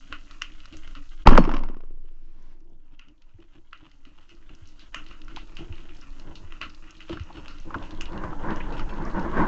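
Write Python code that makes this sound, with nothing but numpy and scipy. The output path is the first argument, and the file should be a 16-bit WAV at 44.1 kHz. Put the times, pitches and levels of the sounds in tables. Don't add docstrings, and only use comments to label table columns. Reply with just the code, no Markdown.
import sys
import numpy as np
from scipy import signal
from scipy.fft import rfft, irfft
from scipy.io import wavfile
from scipy.ndimage import uniform_filter1d, minimum_filter1d, map_coordinates

SR = 44100
rng = np.random.default_rng(int(sys.argv[2]) if len(sys.argv) > 2 else 0)


def put_to_file(sound):
    columns = np.atleast_2d(sound).T
    safe = np.clip(columns, -1, 1)
    whole_steps = np.round(safe * 32767)
    wavfile.write(sys.argv[1], SR, whole_steps.astype(np.int16))


N = 417627
T = np.arange(N) / SR

# (frequency [Hz], level [dB])
RUSH_EQ = [(40, 3.5), (100, -4), (150, 5), (290, 5), (390, -4.5), (560, -4.5), (740, -8), (1030, -4),
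           (1400, -14.5), (2200, -23), (2900, -21), (3600, -35.5), (5400, -38), (8000, -55.5)]
# (frequency [Hz], level [dB], t60 [s])
BARREL_MODES = [(145, -1, 0.14), (226, -1.5, 0.16), (251, -2.5, 0.08), (324, 3, 0.13), (570, -6, 0.18),
                (707, -9.5, 0.078), (1050, -3.5, 0.13), (1347, -10, 0.14), (1366, -10.5, 0.16)]

def spear_rush(start_s=1.254, attack_s=0.024, hold_s=0.055, clear_s=1.3, rush_db=4, barrel_db=-4.5):
    tearing = unit(pops(rate=3500, spread_db=1.5) * amp(3 * walk(130)))
    age = T - start_s
    attack = np.clip(age / attack_s, 0, 1)
    release = fade(np.maximum(age - attack_s - hold_s, 0), t60=0.71)
    drop = amp(-5 * np.clip((T - clear_s) / attack_s, 0, 1))
    envelope = attack * release * drop
    whoosh = envelope * unit(through(tearing, response(RUSH_EQ)))
    barrel = through(envelope * tearing, ringing(BARREL_MODES))
    return amp(rush_db) * whoosh + amp(barrel_db) * barrel


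# (frequency [Hz], level [dB], t60 [s])
RECOIL_MODES = [(14.84, 4, 3.41), (17.7, 20.5, 0.87), (29.88, 15.5, 0.26)]

def recoil(start_s=1.277, rise_s=0.00026):
    out = np.zeros(N)
    swing = sum(amp(db) * np.cos(2 * np.pi * hz * T) * fade(T, t60) for hz, db, t60 in RECOIL_MODES)
    add(out, start_s, swing * (1 - np.exp(-T / rise_s)))
    return out


# (time [s], level [dB], pitch [Hz], t60 [s], relative crack level [dB])
GUN_HITS = [(1.255, -16, 1400, 0.074, -16), (1.2634, -3, 2010, 0.054, -22), (1.2673, -2, 1000, 0.061, -14),
            (1.2712, 20, 1026, 0.04, -2.5), (1.2821, 18.5, 277, 0.039, -7.5), (1.291, 2, 965, 0.017, 7),
            (1.31, 3, 1095, 0.071, -10), (1.322, 12, 273, .06, -16), (1.330, 4.5, 1333, 0.03, -3),
            (1.349, -5, 600, 0.025, 0), (1.368, -1, 1720, 0.033, -6), (1.3762, 12, 1110, 0.033, 4),
            (1.386, 5, 158.8, 0.079, -14), (1.383, 17, 500, 0.017, -17), (1.386, 10, 269.6, 0.065, -25),
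            (1.437, -8, 153, 0.075, -20), (1.476, 2, 335, 0.029, -21), (1.538, -4.5, 277, 0.086, -14),
            (5.37, -31.5, 940, 0.047, 3), (7.099, -27.5, 336, 0.25, -21), (7.096, -31.5, 542, 0.077, -8),
            (7.172, -32, 1382, 0.048, -3), (7.302, -36, 900, 0.032, -17), (7.705, -29.5, 1006, 0.033, -12),
            (7.7429, -19, 1256, 0.034, -7), (7.7464, -21.5, 1120, 0.03, -12.5),
            (7.7499, -28, 1140, 0.019, -17), (8.131, -36.5, 980, 0.015, 0),
            (8.2371, -23, 1060, 0.023, -8.5), (8.33, -27, 1020, 0.012, -16), (8.604, -30, 2050, 0.036, -19)]

def gun_hits():
    out = np.zeros(N)
    for s, db, hz, t60, crack_db in GUN_HITS:
        add(out, s, amp(db) * strike(hz, t60, crack_db))
    return out


# (frequency [Hz], level [dB])
CRACK_EQ = [(100, 0.5), (300, -3.5), (700, 0), (1100, 10), (1600, -3.5), (2200, -4), (2900, -3.5),
            (3600, -13.5), (4400, -17.5), (5300, -15), (8000, -35.5)]

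def strike(hz, t60, crack_db, crack_t60=0.029, contact_s=0.00015, steel_db=-34, count=8):
    t = T[:SR // 4]
    detune, phase = rng.random((2, count))
    width = 0.17 / (1 + (t60 / 0.1) ** 2)
    modes_hz = hz * np.exp(width * (np.linspace(-1.7, 1.3, count) + 0.4 * detune))
    attack = 1 - np.exp(-t * amp(crack_db) / contact_s)
    ring = np.sin(2 * np.pi * (np.outer(t, modes_hz) + phase)).sum(axis=1) * fade(t, t60) * attack
    contact = rng.standard_normal(len(t)) * fade(t, crack_t60) * attack
    crack = through(contact, response(CRACK_EQ))
    steel = through(contact, ringing(SPEAR_MODES))
    return peaked(ring) + amp(crack_db) * (peaked(crack) + amp(steel_db) * peaked(steel))


# (time [s], level [dB], pitch [Hz], relative crack level [dB])
LINE_CLACKS = [(1.439, -14, 1150, 9), (1.451, -11.5, 1250, 9.5), (1.474, -8, 1070, -12),
               (1.4917, -3, 1040, 1), (1.514, -8, 1490, -2), (1.519, -15, 1100, 2), (1.5236, -12, 930, -1),
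               (1.539, -11, 1000, 8), (1.544, -13.5, 1300, 8.5), (1.563, -15, 1090, 1),
               (1.567, -12, 1080, 6.5), (1.5787, -14, 1200, 4), (1.591, -18, 1060, 4),
               (1.624, -35, 1050, -4), (1.6354, -12.5, 990, 2), (1.66, -27.5, 1300, 4.5),
               (1.6872, -23, 1045, 6.5), (1.745, -25, 1120, -3), (1.768, -29, 950, -9),
               (1.806, -28.5, 1105, 1.5), (1.836, -32.5, 1060, -8.5)]

def line_clacks():
    out = np.zeros(N)
    for s, db, hz, crack_db in LINE_CLACKS:
        add(out, s, amp(db) * strike(hz, t60=0.014, crack_db=crack_db, crack_t60=0.022))
    return out


LINE_LOOSE_S = 1.698

def line_flaps(period_s=0.0345, first_hz=267, rise_hz_per_s=330, fade_db_per_s=62, count=13):
    out = np.zeros(N)
    for i, uneven_db in enumerate(2 * rng.standard_normal(count)):
        age = i * period_s
        accent_db = -23 if i % 2 else -12.5
        flap = strike(first_hz + rise_hz_per_s * age, t60=0.015, crack_db=-16.5)
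        add(out, LINE_LOOSE_S + age, amp(accent_db - fade_db_per_s * age + uneven_db) * flap)
    return out


# (frequency [Hz], level [dB])
SWISH_EQ = [(300, -8), (900, -3), (1400, -3), (2100, -2.5), (2900, -4.5), (3700, -8), (5500, -9.5),
            (8000, -22)]

def line_swish(crest_s=2.523, crest_db=-52.5, rise_db_per_s=19):
    hiss = unit(through(rng.standard_normal(N), response(SWISH_EQ)))
    build = (T > LINE_LOOSE_S) * amp(rise_db_per_s * np.minimum(T - crest_s, 0))
    release = fade(np.maximum(T - crest_s, 0), t60=0.29)
    return amp(crest_db) * build * release * hiss


# (time [s], level [dB])
FLOW_RIDE = [(1.2, -78.5), (2, -64), (4.3, -69.5), (5.2, -65), (7.55, -72.5), (8.08, -46.5), (8.62, -46.5),
             (8.95, -47.5), (9.47, -34)]
# (crest time [s], length [s], level [dB])
SURGES = [(2.47, 0.23, -53), (6.331, 0.31, -59), (7.383, 0.3, -58), (7.78, 0.29, -50.5), (8.304, 0.42, -46),
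          (8.513, 0.17, -38), (8.764, 0.22, -42), (9, 0.28, -42), (9.18, 0.17, -41.5), (9.428, 0.23, -36.5)]
# (frequency [Hz], level [dB])
CHURN_EQ = [(25, -6), (50, 4.5), (110, -2), (160, 3.5), (200, 6.5), (255, -3.5), (315, 8), (400, -5.5),
            (570, -3), (700, -9.5), (980, 0.5), (1250, -13.5), (1480, -8.5), (1950, -18), (2400, -28.5),
            (7000, -50.5)]

def churning(trim_db=6, fast_db=22, fast_hz=1400):
    eddies = pops(rate=3500, spread_db=-1) * amp(2.5 * walk(35))
    body = unit(wander(through(eddies, response(CHURN_EQ)), depth=0.06, rate=14))
    flow = follow(FLOW_RIDE) + sum(amp(db) * swell(s, length) for s, length, db in SURGES)
    small_eddies = resonate(body, fast_hz, q=2)
    return amp(trim_db) * flow * (body + amp(fast_db) * flow * small_eddies)


# (crest time [s], length [s], rasp level [dB], shaft drive [dB])
SCRAPES = [(2.074, 0.058, -50.5, -83.5), (2.936, 0.067, -56.5, -65), (3.435, 0.053, -52.5, -78.5),
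           (3.555, 0.084, -51.5, -72.5), (3.845, 0.15, -50.5, -81.5), (4.206, 0.2, -57.5, -86.5),
           (7.12, 0.12, -48, -66), (7.37, 0.093, -50.5, -59), (7.459, 0.085, -52.5, -75.5),
           (8.682, 0.047, -70, -68), (8.783, 0.06, -46, -57), (8.902, 0.033, -49, -53)]
# (frequency [Hz], level [dB])
RASP_EQ = [(200, -7), (500, -13.5), (1000, 1), (1400, 0), (2200, -7), (2900, 3), (3550, -6), (4500, -17.5),
           (8000, -27)]
# (frequency [Hz], level [dB], t60 [s])
SPEAR_MODES = [(2685, 0.5, 0.25), (3180, -3, 0.33), (3900, -12, 0.25), (4390, 0.5, 0.2), (5255, -1.5, 0.22),
               (6660, -14, 0.22), (8362, 2.5, 0.19), (8760, -7, 0.23), (11710, -2, 0.35),
               (12400, -8.5, 0.3)]

def scrapes():
    grit = unit(pops(rate=560, spread_db=-2.5) * amp(3 * walk(70)))
    rubbing = sum(amp(db) * swell(s, length) for s, length, db, _ in SCRAPES)
    bowing = sum(amp(db) * swell(s, length) for s, length, _, db in SCRAPES)
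    rasp = rubbing * unit(through(grit, response(RASP_EQ)))
    return rasp + through(bowing * grit, ringing(SPEAR_MODES))


# (time [s], peak level [dB], starting pitch [Hz])
HAND_BUMPS = [(3.344, -31, 98), (4.619, -34, 88.4), (5.7, -29.5, 87.5), (6.439, -36.5, 86),
              (7.205, -25.5, 86)]

def hand_bumps(rise_s=0.0085, sag_per_s=1.7):
    out, t = np.zeros(N), T[:SR // 8]
    envelope = t * np.exp(-t / rise_s)
    for s, db, hz in HAND_BUMPS:
        tone = np.sin(2 * np.pi * hz * t * (1 - sag_per_s * t))
        add(out, s, -amp(db) * peaked(envelope * tone))
    return out


# (time [s], level [dB], body pitch [Hz],
# relative tick level [dB], tick pitch [Hz], echo send [dB], echo t60 [s])
SNAPS = [(0.1254, -22, 1540, -18.5, 3870, 0.5, 0.11), (0.3106, -34.5, 1280, -5.5, 3860, 0.5, 0.11),
         (0.4195, -15, 2860, -14, 5130, -6, 0.16), (0.603, -39, 2920, -11, 4000, 3, 0.26),
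         (0.656, -34.5, 1280, -4.5, 4140, -14, .2), (0.725, -41.5, 2800, -10, 3790, 9, 0.092),
         (0.769, -36, 2870, -1.5, 6650, 1, 0.11), (0.834, -41.5, 2780, -18, 4000, -3, 0.2),
         (0.876, -34, 1360, -15, 4800, -4, 0.25), (0.9519, -33, 1360, -12.5, 3540, 5.5, 0.098),
         (2.605, -41.5, 3290, -0.5, 5300, -7, 0.076), (2.994, -24.5, 2200, -18.5, 5000, -4, 0.22),
         (3.0844, -36, 2810, -14, 5000, -3, 0.12), (3.22, -39, 2780, -6.5, 4160, -4, 0.12),
         (3.293, -45.5, 2800, -14, 4130, 5.5, 0.086), (3.403, -42, 2620, -15, 4800, -0.5, 0.17),
         (3.7302, -21.5, 1580, -23, 3420, -3, 0.13), (3.775, -40.5, 2800, 0, 4200, -7, 0.11),
         (3.915, -37.5, 2775, -10, 4430, -2, 0.13), (4.052, -34.5, 2330, -13, 4000, 2.5, 0.17),
         (4.2925, -37, 2780, -14.5, 4940, 8, 0.12), (4.493, -37.5, 2730, -21, 4000, 2, .2),
         (4.55, -39.5, 2760, 0.5, 6060, -8, .1), (4.656, -44, 2766, -4.5, 4010, 12.5, 0.39),
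         (4.794, -40.5, 3620, -1, 3520, 9.5, 0.15), (4.945, -16.5, 1580, -19, 6300, 0.5, .18),
         (5.064, -36.5, 2800, -9, 3800, 7, 0.19), (5.111, -34.5, 1300, -20, 4000, 4, 0.2),
         (5.217, -36, 2810, -4, 3340, -10, .12), (5.2818, -34.5, 1300, -18.5, 4500, 5, 0.14),
         (5.3623, -27, 2700, -5, 3450, 2.5, 0.18), (5.569, -28.5, 2900, -16.5, 4530, 2.5, 0.16),
         (5.7254, -36, 2880, -20, 4000, 4.5, 0.18), (5.78, -41.5, 2500, -24, 4000, -1, 0.18),
         (5.8922, -40.5, 2740, -24, 4000, 1, 0.08), (6.019, -43.5, 1400, -23, 4080, 8, 0.072),
         (6.198, -41.5, 2960, -5, 3810, -0.5, 0.089), (6.355, -36, 3750, -1.5, 3930, 6, 0.11),
         (6.523, -30.5, 1370, -20.5, 4000, 1.5, .18), (6.614, -21.5, 1450, -17.5, 3780, 6.5, 0.14),
         (6.701, -37, 1400, -9, 3750, -2, 0.15), (6.747, -43, 3000, 5.5, 4260, -9, 0.089),
         (6.908, -36.5, 2820, -1, 6100, -8, 0.089), (6.968, -45.5, 3020, 1, 4020, 8.5, .1),
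         (7.005, -33.5, 2280, -17.5, 3950, 6, 0.092), (7.095, -32, 1430, -9, 3420, 6, 0.41),
         (7.197, -34, 1850, -13.5, 4220, 2, 0.14), (7.481, -32.5, 1370, -9.5, 4260, 8.5, 0.23),
         (7.584, -41, 2800, -5, 3920, 8, 0.43), (7.826, -36, 2770, -13, 4130, 7, 0.28),
         (7.908, -39, 3000, 0, 3800, 6, 0.058), (8.0099, -22.5, 2530, -12, 6240, -14, 0.12),
         (8.019, -31, 2400, -13, 6600, 3, .08), (8.056, -33.5, 3000, -9, 3710, 3.5, 0.094),
         (8.177, -36.5, 2800, -12, 3900, -0.5, .1), (8.506, -32, 1500, -9.5, 3400, 6, 0.18),
         (8.56, -36, 3000, -4, 5970, 3, 0.14), (8.602, -39, 2000, -30, 4000, 10, 0.14),
         (8.724, -34, 1350, -12, 3710, 10.5, 0.11), (8.795, -26.5, 1480, -18, 4750, 3, 0.084),
         (9.195, -38, 2800, -2, 4740, 3, .1)]
# (frequency [Hz], level [dB])
WALL_EQ = [(200, -35), (480, -17), (620, -11), (850, -24.5), (1100, -5), (1380, -0.5), (1700, -13.5),
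           (2000, -7), (2250, -12), (2600, -3), (2900, 0), (3450, -17), (4500, -23), (8000, -35.5)]
# (frequency [Hz], level [dB])
TICK_EQ = [(1500, -35.5), (3300, -4.5), (3900, -1), (5200, -2.5), (6600, -1.5), (8000, -11)]

def shrimp_snaps(trim_db=2, tick_trim_db=3, body_q=0.88, tick_q=1.75, lead_s=0.0045, lead_db=-17):
    wall, bright, out = response(WALL_EQ), response(TICK_EQ), np.zeros(N)
    for s, db, hz, tick_db, tick_hz, echo_db, echo_t60 in SNAPS:
        body = through(reef_echo(echo_db, echo_t60, near_t60=0.021), wall)
        body = unit(resonate(body, hz, body_q))
        tick = through(reef_echo(echo_db - 5, echo_t60, near_t60=0.029), bright)
        tick = unit(resonate(resonate(tick, tick_hz, tick_q), tick_hz, tick_q))
        add(out, s - lead_s, amp(db + lead_db) * peaked(body))
        add(out, s, amp(db + trim_db) * peaked(body + amp(tick_db + tick_trim_db) * tick))
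    return out


# (time [s], level [dB])
CRACKLE_RIDE = [(0, -53), (1.2, -53.5), (2.8, -59), (3.6, -56.5), (4.6, -52.5), (7, -54), (9.47, -50.5)]
# (frequency [Hz], level [dB])
WASH_EQ = [(200, -32), (480, -19.5), (620, -9.5), (850, -16.5), (1100, -1.5), (1380, 3.5), (1700, -11),
           (2000, -2.5), (2250, -11.5), (2800, 2), (3450, -10), (4500, -22.5), (8000, -29.5)]

def far_shrimps(ticks_db=-13, wash_db=-7, fizz_db=-14, claw_hz=3200, count=200):
    ticks, t = np.zeros(N), T[:SR // 100]
    times = rng.random(count) * T[-1]
    claws = np.clip(rng.standard_normal((count, 2)), -2, 2)
    for s, (size, pitch) in zip(times, claws):
        tone = np.sin(2 * np.pi * claw_hz * np.exp(0.3 * pitch) * t)
        add(ticks, s, amp(4 * size) * tone * t * fade(t, t60=0.0016))
    ticks = unit(through(ticks, reef_echo(echo_db=-1, echo_t60=0.14, near_db=5)))
    wash = through(pops(rate=110, spread_db=4), reef_echo(echo_db=5.2, echo_t60=0.074))
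    wash = unit(through(wash, response(WASH_EQ)))
    wash = unit(wander(wash, depth=0.07, rate=12) * amp(1.5 * walk(13)))
    fizz = unit(through(pops(rate=2600, spread_db=-2), response(TICK_EQ))) * amp(1.1 * walk(23))
    return follow(CRACKLE_RIDE) * (amp(ticks_db) * ticks + amp(wash_db) * wash + amp(fizz_db) * fizz)


# (time [s], level [dB])
HUM_RIDE = [(0, -55), (1.1, -60), (1.6, -50.5), (2.1, -44), (2.7, -47.5), (3.2, -60.5), (4.7, -56),
            (5.6, -50), (6.3, -53), (6.9, -58.5), (7.9, -46.5), (9.47, -49)]
# (frequency [Hz], level [dB])
HUM_EQ = [(40, -4), (70, -0.5), (110, -4.5), (200, -7.5), (255, -8), (320, 5), (355, -11.5), (400, -13),
          (480, -21.5), (600, -17), (850, -25), (1500, -52)]
# (time [s], level [dB])
JOLTS = [(0.094, -44), (0.719, -45.5), (.96, -49.5), (2.909, -44), (3.069, -43), (3.381, -42),
         (3.541, -42.5), (3.809, -42.5), (4.059, -42.5), (4.31, -46.5), (4.491, -42), (4.952, -44.5),
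         (5.32, -44), (5.584, -37.5), (5.771, -55), (6.261, -39.5), (6.61, -44), (7.1, -32), (7.349, -40.5),
         (7.648, -39), (7.751, -36), (7.91, -42)]

def housing_hum():
    hum = through(pops(rate=580, spread_db=4), response(HUM_EQ, size=8192))
    hum = unit(wander(hum, depth=0.05, rate=9))
    bed = follow(HUM_RIDE) * amp(2 * walk(17))
    flares = sum(amp(db) * flare(s, rise_s=0.02) for s, db in JOLTS)
    return hum * np.hypot(bed, flares)


# (time [s], level [dB])
SWAY_RIDE = [(0, -39), (1.2, -31), (3.1, -34.5), (4.8, -35), (5.45, -31.5), (7, -40), (7.8, -31),
             (8.7, -21.5), (9.47, -26)]
# (frequency [Hz], level [dB])
SWAY_EQ = [(5, -16), (11, -3.5), (15, -1), (20, -10), (30, -17), (50, -27.5), (100, -44.5), (300, -82)]

def water_sway(trim_db=-1):
    rumble = unit(through(rng.standard_normal(N), response(SWAY_EQ, size=65536)))
    return amp(trim_db) * rumble * follow(SWAY_RIDE)


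def reef_echo(echo_db, echo_t60, near_db=2, near_t60=0.0087, build_s=0.021):
    t = T[:SR // 4]
    near, far = rng.standard_normal((2, len(t)))
    near = near * fade(t, near_t60)
    far = far * fade(t, echo_t60) * (1 - np.exp(-t / build_s))
    paths = amp(near_db) * near / np.linalg.norm(near) + amp(echo_db) * far / np.linalg.norm(far)
    paths[0] = 1
    return paths


def gain_control(x, threshold_db=-6, range_db=18, lookahead_s=0.02, hold_s=0.69, recovery_db_per_s=5):
    over_db = np.clip(20 * np.log10(np.abs(x) + 1e-9) - threshold_db, 0, range_db)
    hold, ahead = int(hold_s * SR), int(lookahead_s * SR)
    held_db = -minimum_filter1d(-over_db, hold, origin=hold // 2 - ahead, mode="constant")
    recovery_db = recovery_db_per_s * T
    cut_db = np.maximum.accumulate(held_db + recovery_db) - recovery_db
    return amp(-uniform_filter1d(cut_db, ahead // 2))


def amp(db):
    return 10 ** (np.asarray(db) / 20)


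def unit(x):
    return x / np.sqrt(np.mean(x ** 2))


def peaked(x):
    return x / np.abs(x).max()


def add(track, s, sound):
    i = int(s * SR)
    track[i:i + len(sound)] += sound[:N - i]


def follow(ride):
    s, db = np.transpose(ride)
    return amp(np.interp(T, s, db, left=-120, right=-120))


def fade(t, t60):
    return np.exp(-np.log(1000) * t / t60)


def swell(crest_s, length_s):
    return np.cos(np.pi * np.clip((T - crest_s) / length_s, -0.5, 0.5))


def flare(s, rise_s):
    age = np.maximum(T - s, 0) / rise_s
    return age * np.exp(1 - age)


def walk(rate):
    steps = rng.standard_normal(2000)
    return 1.2 * np.interp(T * rate, np.arange(len(steps)), steps)


def pops(rate, spread_db):
    size = amp(spread_db * np.clip(rng.standard_normal(N), -2, 2))
    return unit((rng.random(N) < rate / SR) * size * rng.choice([-1, 1], N))


def wander(x, depth, rate):
    place = np.cumsum(1 + depth * walk(rate))
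    return map_coordinates(x, [place / place[-1] * (N - 1)], mode="mirror")


def response(eq, size=4096):
    hz, db = np.transpose(eq)
    bins = np.maximum(np.fft.rfftfreq(size, 1 / SR), 1)
    cepstrum = irfft(np.log(amp(np.interp(np.log(bins), np.log(hz), db))))
    cepstrum[1:size // 2] *= 2
    cepstrum[size // 2 + 1:] = 0
    return irfft(np.exp(rfft(cepstrum)))[:size // 2]


def ringing(modes):
    t = T[:SR // 2]
    ring = sum(amp(db) * np.sin(2 * np.pi * hz * t) * fade(t, t60) for hz, db, t60 in modes)
    return ring / np.linalg.norm(ring)


def through(x, impulse):
    return signal.fftconvolve(x, impulse)[:len(x)]


def resonate(x, hz, q):
    return signal.lfilter(*signal.iirpeak(hz, q, fs=SR), x)


def high_cut(x, hz):
    return signal.sosfilt(signal.ellip(10, 0.2, 85, hz, fs=SR, output="sos"), x)


def scene():
    gun = spear_rush() + recoil() + gun_hits()
    line = line_clacks() + line_flaps() + line_swish()
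    struggle = churning() + scrapes() + hand_bumps()
    bed = shrimp_snaps() + far_shrimps() + housing_hum() + water_sway()
    return (gun + line + struggle + bed)[None]


def record(dry):
    ducked = dry * gain_control(dry[0])
    clipped = 0.92 * ducked / (1 + ducked ** 6) ** (1 / 6)
    muffled = high_cut(clipped, hz=7750) + amp(-30) * clipped
    return high_cut(muffled, hz=12800)


dry = scene()
out = record(dry)
put_to_file(out)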